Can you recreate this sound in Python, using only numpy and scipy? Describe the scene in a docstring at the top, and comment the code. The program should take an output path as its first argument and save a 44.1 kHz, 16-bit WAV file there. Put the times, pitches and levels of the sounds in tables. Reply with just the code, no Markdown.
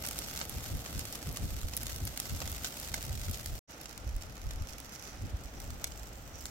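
"""Burning dry grass at a rock face

A patch of dry grass burns at the foot of a rock face, heard from a few steps away and,
after a short silent cut, from far off. Heated stalks burst as short bursts of shaped noise:
a fizz of tiny snaps, a crackle of larger ones, single loud pops and brief sizzling flares.
The rock throws them back as a ragged echo in a diffuse tail; steam hisses in the far view.
Behind them filtered noise makes the soft rush of air, the breeze and gusts on two microphone ports.
"""
import sys
import numpy as np
from scipy import signal
from scipy.fft import rfft, irfft
from scipy.io import wavfile
from scipy.ndimage import uniform_filter1d

SR = 44100
rng = np.random.default_rng(int(sys.argv[2]) if len(sys.argv) > 2 else 0)


def master_out(mix):
    """Clip the mix to full scale and print it as 16-bit PCM to the path in sys.argv[1]."""
    frames = np.transpose(np.atleast_2d(mix))
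    ceiling = np.clip(frames, -1, 1)
    pcm = np.round(ceiling * 32767).astype(np.int16)
    wavfile.write(sys.argv[1], SR, pcm)


N = 286650
TIME = np.arange(N) / SR  # s
HZ = np.fft.rfftfreq(N, 1 / SR)


def amp(db):
    """Decibels to gain."""
    return 10 ** (np.asarray(db) / 20)


def unit(x):
    """Scales to an rms of 1."""
    return x / np.sqrt(np.mean(x ** 2) + 1e-20)


def curve(rows):
    """Joins (time [s], value) rows by straight lines."""
    return np.interp(TIME, *np.transpose(rows))


def spectrum(rows, hz):
    """Reads each column of a table on a log-frequency axis."""
    f, *columns = np.transpose(rows)
    return np.array([np.interp(np.log(hz + 1), np.log(f), c) for c in columns])


def colour(x, rows):
    """Filters by a table of (frequency [Hz], gain [dB]), with one gain column or one for each port."""
    return irfft(rfft(x) * amp(spectrum(rows, HZ)), N)


def drift(rate_hz):
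    """Slow chance with an rms of 1: noise without its faster part."""
    slow = rfft(rng.standard_normal(N)) * np.exp(-(HZ / rate_hz) ** 2)
    return unit(irfft(slow, N))


def share(a, b, alike):
    """Spectra at two ports: the second takes the part `alike` (0-1) from the first."""
    return np.array([a, alike * a + np.sqrt(1 - alike ** 2) * b])


def noise_pair(alike):
    """White noise at two ports that share a part of it."""
    a, b = rfft(rng.standard_normal((2, N)))
    return irfft(share(a, b, alike), N)


def add(mix, s, sound):
    """Mixes a sound in at time s."""
    part = mix[:, max(round(s * SR), 0):][:, :sound.shape[1]]
    part += sound[:, :part.shape[1]]


GROUND_S, GROUND_ECHO = .00149, 0.48  # bounce off the ground: middling delay [s], strength [gain]


def snap(t60, body_db, top_db, direct=0.26, spike=0.51, size=1024):
    """One stalk bursts: a sharp crack, smeared by straw and stones, and its bounce off the ground."""
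    t, hz = np.arange(size) / SR, np.fft.rfftfreq(size, 1 / SR)
    shared, *own = rng.standard_normal((3, size))
    scatter = direct * shared + np.sqrt(1 - direct ** 2) * np.array(own)
    # the stalk tears in fits, so the decay is ragged
    ragged = amp(3 * unit(uniform_filter1d(rng.standard_normal(size), 40)))
    # the first half millisecond comes straight from the stalk to both ports
    crack = spike * shared * np.exp(-(t / .0005) ** 2)
    smear = ragged * scatter * 1e-3 ** (t / max(t60, .001))
    attack = np.minimum(t / .0003, 1)
    burst = rfft((crack + smear) * attack)
    # the crack is broadband; only the stalk colours it
    burst = burst / np.sqrt(uniform_filter1d(abs(burst) ** 2, size=60) + 1e-12)
    stalk = [(150, body_db - 5.5), (1300, body_db), (3800, -1.05), (7000, 1), (11500, top_db)]
    tone = amp(spectrum(stalk, hz))
    lead_in = np.exp(-2j * np.pi * hz * 16 / SR)  # 16 samples of room before the onset
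    bounce = 1 + GROUND_ECHO * np.exp(-2j * np.pi * hz * GROUND_S * rng.uniform(.88, 1.12))
    fade_out = np.minimum(4 * (1 - t / t[-1]), 1)
    burst = irfft(burst * tone * (lead_in * bounce)) * fade_out
    return burst / np.sqrt(np.sum(burst ** 2) / 2)


def snaps(per_s, spread_db, cap, t60, clump_db, vary_db=3, count=120):
    """A random shower of snaps of many colours and sizes, coming in clumps as tufts catch."""
    rate = per_s * amp(clump_db * drift(15))
    size = amp(spread_db * np.minimum(rng.exponential(1, N), cap))
    kind = rng.integers(0, count, N)
    out = np.zeros((2, N + SR))
    grains = []
    for body, top, length in rng.standard_normal((count, 3)):
        grains.append(snap(t60 * np.exp(0.076 * length), vary_db * (body - top / 2), vary_db * top))
    for i in np.flatnonzero(rng.random(N) < rate / SR):
        grain = grains[kind[i]]
        out[:, i:i + grain.shape[1]] += size[i] * grain
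    return unit(out[:, :N])


# how hard the fire burns close by, before its colour: (time [s], level [dB])
BLAZE_NEAR = [(0, -47.5), (.55, -49.5), (1.56, -50.5), (2.7, -49), (3.15, -50.5), (3.58, -52)]
# colour of the near crackle at each port: (frequency [Hz], left gain [dB], right gain [dB])
COLOUR_NEAR = [(300, -31, -11), (900, 2.5, -7.5), (1370, 1.5, 3), (2200, 1, 3), (3600, 3.5, 4),
               (6040, 1, 6), (8300, 0.5, 2.5), (8960, 1.5, -3.5), (11250, -7, 1.5), (11700, -0.5, 11.5),
               (12100, 3.5, -1), (16000, -1, -0.5)]


def fire_near():
    """Close by, separate snaps stand out of the fizz of the burning blades."""
    fizz = snaps(per_s=1600, spread_db=2.8, cap=3, t60=.005, clump_db=1.8, vary_db=2)
    crackle = snaps(per_s=150, spread_db=4.4, cap=2.3, t60=.007, clump_db=2.8, vary_db=3)
    fire = amp(-1) * fizz + amp(0.66) * crackle
    return amp(curve(BLAZE_NEAR)) * colour(fire, COLOUR_NEAR)


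# how hard the fire burns as heard from afar, before its colour: (time [s], level [dB])
BLAZE_FAR = [(3.69, -57.5), (4.2, -60), (5, -55), (5.35, -62), (6.5, -60.5)]
# colour of the far crackle at each port: (frequency [Hz], left gain [dB], right gain [dB])
COLOUR_FAR = [(300, -25, -44), (856, 9, 6.5), (1480, -1, 8), (2580, -9, 5.5), (3600, -3, -2.5),
              (5800, -8, 1.5), (7600, -6, -3), (7960, -7, -7), (10800, -7, -14.5), (11300, -3.5, 3),
              (13100, -7, -9), (16000, -7.5, -7)]
# the layer added on top as the treble opens up towards the end: (frequency [Hz], gain [dB])
LATE_TOP = [(4000, -25), (7400, 1), (9000, 2), (10500, -27), (11800, -7), (13500, 6), (16000, 1)]


def fire_far():
    """From afar the fizz is duller and only the larger snaps carry."""
    fizz = snaps(per_s=2000, spread_db=2.2, cap=3, t60=.01, clump_db=1.5, vary_db=1.5)
    crackle = snaps(per_s=80, spread_db=4.2, cap=2.3, t60=.007, clump_db=3, vary_db=2)
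    crackle = colour(crackle, [(1500, -2), (5000, 13.0), (14000, 9)])  # the snaps are thinner than the fizz
    fire = colour(amp(3.0) * fizz + amp(-3.5) * crackle, COLOUR_FAR)
    # towards the end the flames stand higher and the top of the crackle brightens
    risen = curve([(5.25, 0), (5.6, 1)])
    return amp(curve(BLAZE_FAR)) * (fire + risen * colour(fire, LATE_TOP))


# loud pops of bursting stalks, thin ones bright and thick ones dull, levels over POP_S before port colour:
# (time [s], level [dB], brightness [dB])
POPS = [(0.0515, -37.5, -5), (.064, -34, 13), (.072, -35.5, 0), (0.087, -33.5, 6), (.11, -38, 8),
        (0.1886, -31, 7), (.361, -38.5, 1), (0.4129, -32, -31), (.495, -34.5, 15), (0.8604, -39, -21),
        (0.993, -34, 1), (1.0532, -38, 0), (1.1257, -37, 8), (1.1544, -37.5, 3), (1.327, -42, 21),
        (1.371, -34.5, -2), (1.736, -38, -10), (1.7668, -27.5, 18), (1.7741, -33, 5), (1.8326, -35.5, 21),
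        (1.867, -34.5, -3.5), (1.9606, -37, 5), (2.052, -35, 20), (2.0747, -34.5, 3), (2.1746, -32.5, 1),
        (2.2002, -28.5, 6.5), (2.4168, -35, -45), (2.476, -36.5, -3), (2.517, -36.5, 21),
        (2.645, -31.5, -12), (2.652, -42, -4), (2.7991, -35.5, 13.5), (2.9411, -29.5, -17),
        (2.946, -35, 21), (3.0264, -38.5, 5), (3.3118, -36.5, 11.5), (3.4592, -34.5, 2), (3.813, -44, 13),
        (3.8566, -41, -10), (3.9773, -41.5, 0), (4.164, -45, 7), (4.222, -42.5, -6), (4.508, -41, -16),
        (4.784, -46, 14), (4.8013, -43, 5), (5.6011, -42, 5), (5.704, -44, -6), (5.8418, -28, -2.5),
        (5.9196, -45, -15), (6.4549, -36, -3.5)]
POP_S = .005  # span that a pop's level refers to [s]
POP_T60, POP_SHORTER_PER_DB = 0.0079, 0.32  # middling stalk [s]; bright ones die sooner [dB of t60 per dB]
# body and top against the 5 kHz crack [dB]; share of the brightness that lifts the top
POP_BODY_DB, POP_TOP_DB, POP_TOP_SHARE = -6, -4, 0.7


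def pops():
    """The loudest bursts: the thinner the stalk, the brighter and shorter its crack."""
    out = np.zeros((2, N))
    for s, db, bright_db in POPS:
        t60 = POP_T60 * amp(-POP_SHORTER_PER_DB * bright_db)
        body_db = POP_BODY_DB - (1 - POP_TOP_SHARE) * bright_db
        top_db = POP_TOP_DB + POP_TOP_SHARE * bright_db
        pop = snap(t60, body_db, top_db)
        add(out, s - .0003, amp(db) * np.sqrt(POP_S * SR) * pop)  # starts early by about the snap's lead-in
    # the ports differ on the pops as they differ on the crackle
    ports = spectrum(COLOUR_NEAR, HZ)
    return irfft(rfft(out) * amp(ports - ports.mean(0)), N)


# tufts that flare up in a brief sizzle, level at the peak of each swell: (time [s], level [dB])
FLARES = [(.242, -41.5), (.301, -43), (1.01, -44), (1.135, -50), (2.658, -40.5), (2.847, -47.5),
          (2.965, -46), (3.243, -44), (3.342, -40.5)]
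FLARE_S = 0.018  # a swell is 17 dB down this long before and after its peak [s]


def flares(body_db=-4):
    """A tuft catches: a dense run of tiny snaps swells and fades."""
    swell = sum(amp(db) * np.exp(-2 * ((TIME - s) / FLARE_S) ** 2) for s, db in FLARES)
    sizzle = snaps(per_s=900, spread_db=3, cap=2.5, t60=.004, clump_db=1, vary_db=1.5)
    sizzle = colour(sizzle, [(1500, body_db), (5500, 4.0), (14000, -4.5)])
    return swell * unit(colour(sizzle, COLOUR_NEAR))


# steam hissing out of the distant stalks, around which it flutters: (time [s], level [dB])
STEAM = [(3.7, -59.5), (4.35, -68), (5.15, -56), (5.3, -78), (5.6, -61.5), (6, -72), (6.5, -58)]


def steam(centre_hz=5900, width_hz=1500, left_db=-7):
    """Tiny spits merge into a narrow, fluttering hiss, stronger at the right port."""
    band = 1 / (1 + (2 * (HZ - centre_hz) / width_hz) ** 2)
    spits = snaps(per_s=700, spread_db=2.5, cap=2.5, t60=.01, clump_db=2, vary_db=1)
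    hiss = irfft(rfft(spits) * band, N) * amp([[left_db], [0]])
    return unit(hiss) * amp(curve(STEAM) + 2.3 * drift(40))


# the fire lies to the left, so the right port hears it later; more so once the microphone turns:
# (time [s], delay [s])
PORT_LAG = [(2.2, .0001), (2.6, .00038)]


def from_left(x):
    """Delays the right port by the extra path of sound from the left."""
    late = np.arange(N) - np.round(curve(PORT_LAG) * SR).astype(int)
    return np.array([x[0], x[1, np.clip(late, 0, N - 1)]])


# decay of the scatter off the rock: (frequency [Hz], t60 [s])
ROCK_T60 = [(500, 0.083), (5000, 0.12), (14000, 0.038)]


def rock(x, delay, echo_db, scatter_db, echo_t60=.03, size=16384):
    """The rock face returns one ragged echo within a short diffuse tail."""
    t = np.arange(size) / SR
    hz, at, z = signal.stft(rng.standard_normal((2, size)), SR, nperseg=256)
    z = z * 1e-3 ** (at / spectrum(ROCK_T60, hz).T)  # each band of the noise dies at its own pace
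    tail = signal.istft(z, SR, nperseg=256)[1][:, :size] * (t > .002)
    echo = rng.standard_normal((2, size)) * (t > delay) * amp(-60 * abs(t - delay) / echo_t60)
    response = (amp(scatter_db) * unit(tail) + amp(echo_db) * unit(echo)) / np.sqrt(size)
    return signal.oaconvolve(x, response, axes=1)[:, :N]


# rush of the air and the flames, around which it flutters: (time [s], level [dB])
RUSH = [(0, -49.5), (1.3, -49.5), (1.6, -52.5), (2.9, -50), (3.7, -53), (4.55, -53.5), (5.2, -52),
        (6.5, -52.5)]
# relative spectrum of the rush: (frequency [Hz], density [dB per Hz])
RUSH_COLOUR = [(40, -34), (120, 7.5), (270, 5.5), (390, 0), (560, 2.5), (780, 1), (1000, -6.5),
               (1350, -4.5), (1700, -9.5), (3000, -11.5), (8000, -20), (16000, -42)]
# likeness of the rush at the two ports: (frequency [Hz], likeness [0-1])
RUSH_ALIKE = [(100, 1), (400, 0.92), (800, 0.4), (1200, 0), (4000, 0)]


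def rush():
    """A soft, slightly fluttering rush of air: noise that the ports share only at low pitch."""
    air = unit(colour(noise_pair(spectrum(RUSH_ALIKE, HZ)[0]), RUSH_COLOUR))
    return air * amp(curve(RUSH) + 1.3 * drift(40))


# steady wind on the microphone in the near and the far view, before its sway: (time [s], level [dB])
BREEZE_NEAR = [(0, -49), (1.15, -52), (1.5, -48.5), (1.93, -42), (2.22, -51.5), (2.72, -53.5), (3.2, -43.5),
               (3.58, -51)]
BREEZE_FAR = [(3.69, -64.5), (4.1, -45.5), (4.35, -52.5), (4.7, -49.5), (4.95, -58), (5.3, -49),
              (6.5, -51.5)]
# relative spectrum of the wind: (frequency [Hz], density [dB per Hz])
WIND_COLOUR = [(10, -10), (25, -12), (55, 5), (80, -1), (130, -5.5), (200, -23), (300, -28), (500, -24),
               (1200, -58), (4000, -100)]
# big eddies cover both ports, small ones only one: (frequency [Hz], likeness [0-1])
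WIND_ALIKE = [(40, 0.93), (90, 0.77), (170, 0.47), (400, 0.1)]


def wind(steady_s=0.094):
    """The breeze rumbles on both ports, nearly alike at the bottom, and shifts from one to the other."""
    rumble = colour(noise_pair(spectrum(WIND_ALIKE, HZ)[0]), WIND_COLOUR)
    # evens out the rumble's own swings over steady_s
    rumble = rumble / np.sqrt(uniform_filter1d((rumble ** 2).mean(0), int(steady_s * SR)))
    sway = amp(2.3 * np.array([drift(7.5), drift(26)]))  # slow at the left port, faster at the right
    return amp(curve([*BREEZE_NEAR, *BREEZE_FAR])) * sway * rumble


# eddies that thump the microphone, each played 2.5 dB below its listed level:
# (time [s], level [dB], length [s], centre [Hz])
GUSTS = [(0.573, -36, .027, 101), (.748, -32.5, 0.037, 93), (0.974, -35.5, 0.038, 100),
         (1.295, -36, 0.04, 104), (1.441, -31, 0.031, 85), (1.542, -37, 0.054, 63),
         (1.654, -32.5, 0.034, 56), (2.034, -34, 0.055, 82), (2.332, -32.5, 0.032, 92),
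         (2.452, -40.5, 0.16, 72), (2.939, -39.5, .036, 81), (3.13, -35.5, 0.083, 85),
         (3.3, -31, 0.016, 74), (3.528, -36.5, 0.057, 70), (4.081, -37, .045, 72.4),
         (4.166, -33, 0.031, 53.6), (4.468, -34.5, 0.029, 60.5), (4.559, -39, 0.055, 56),
         (4.619, -30.5, 0.017, 60), (5.242, -35, 0.037, 100), (5.339, -33.5, 0.026, 66.4),
         (5.718, -41.5, 0.067, 82)]


def gusts(top_slope=2.9, low_slope=1.12, skirt=0.36, flutter_db=-15.5, flutter_hz=290, size=16384):
    """Each eddy is a short swell of low turbulence; small fast ones add a flutter higher up."""
    t, hz = (np.arange(size) - size / 2) / SR, np.fft.rfftfreq(size, 1 / SR)
    alike = spectrum(WIND_ALIKE, hz)[0]
    out = np.zeros((2, N))
    for s, db, length, centre_hz in GUSTS:
        a, b = rfft(rng.standard_normal((2, size)))
        ratio = hz / centre_hz + 1e-6
        band = 1 / np.sqrt(ratio ** (-2 * low_slope) + ratio ** (2 * top_slope))
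        flutter = amp(flutter_db) * (centre_hz / 100) ** 3 / (1 + (hz / flutter_hz) ** 4)
        eddy = irfft(share(a, b, alike) * np.hypot(band, flutter))
        core = np.exp(-2 * (t / length) ** 2)
        eddy = eddy * (core + skirt * np.exp(-(t / (2 * length)) ** 2))
        core_rms = np.sqrt(np.average((eddy ** 2).mean(0), weights=core))
        add(out, s + t[0], amp(db - 2.5) * eddy / core_rms)
    return out


CUT_FROM, CUT_TO = 3.592, 3.675  # the silence between the two views [s]


def scene():
    """The near view, a moment of silence, then the far view."""
    bursts = pops() + flares()
    is_near, is_far = TIME < CUT_FROM, np.clip((TIME - CUT_TO) / 0.024, 0, 1)
    near = from_left(fire_near() + bursts)
    far = from_left(fire_far() + bursts) * is_far
    near = near + rock(near, delay=.008, echo_db=-31, scatter_db=-13.0)
    far_echo = rock(far, delay=0.025, echo_db=-12.5, scatter_db=-13.5, echo_t60=0.087)
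    far = far + colour(far_echo, [(6000, 0), (14000, -5)])
    air = rush() + wind() + gusts()
    # out in the open the wind is deeper and the rush has more body
    open_air = colour(air, [(50, 2.5), (140, -1.5), (330, 0), (700, -0.5), (1500, 2.5), (4000, 2.0)])
    return is_near * (near + air) + is_far * (far + steam() + open_air)


def record(dry):
    """The recorder's band limit: a steep low-pass at 16 kHz."""
    low_pass = signal.firwin(511, 16000, window=("kaiser", 9), fs=SR)
    return signal.oaconvolve(dry, low_pass[None], "same", axes=1)


dry = scene()
out = record(dry)
master_out(out)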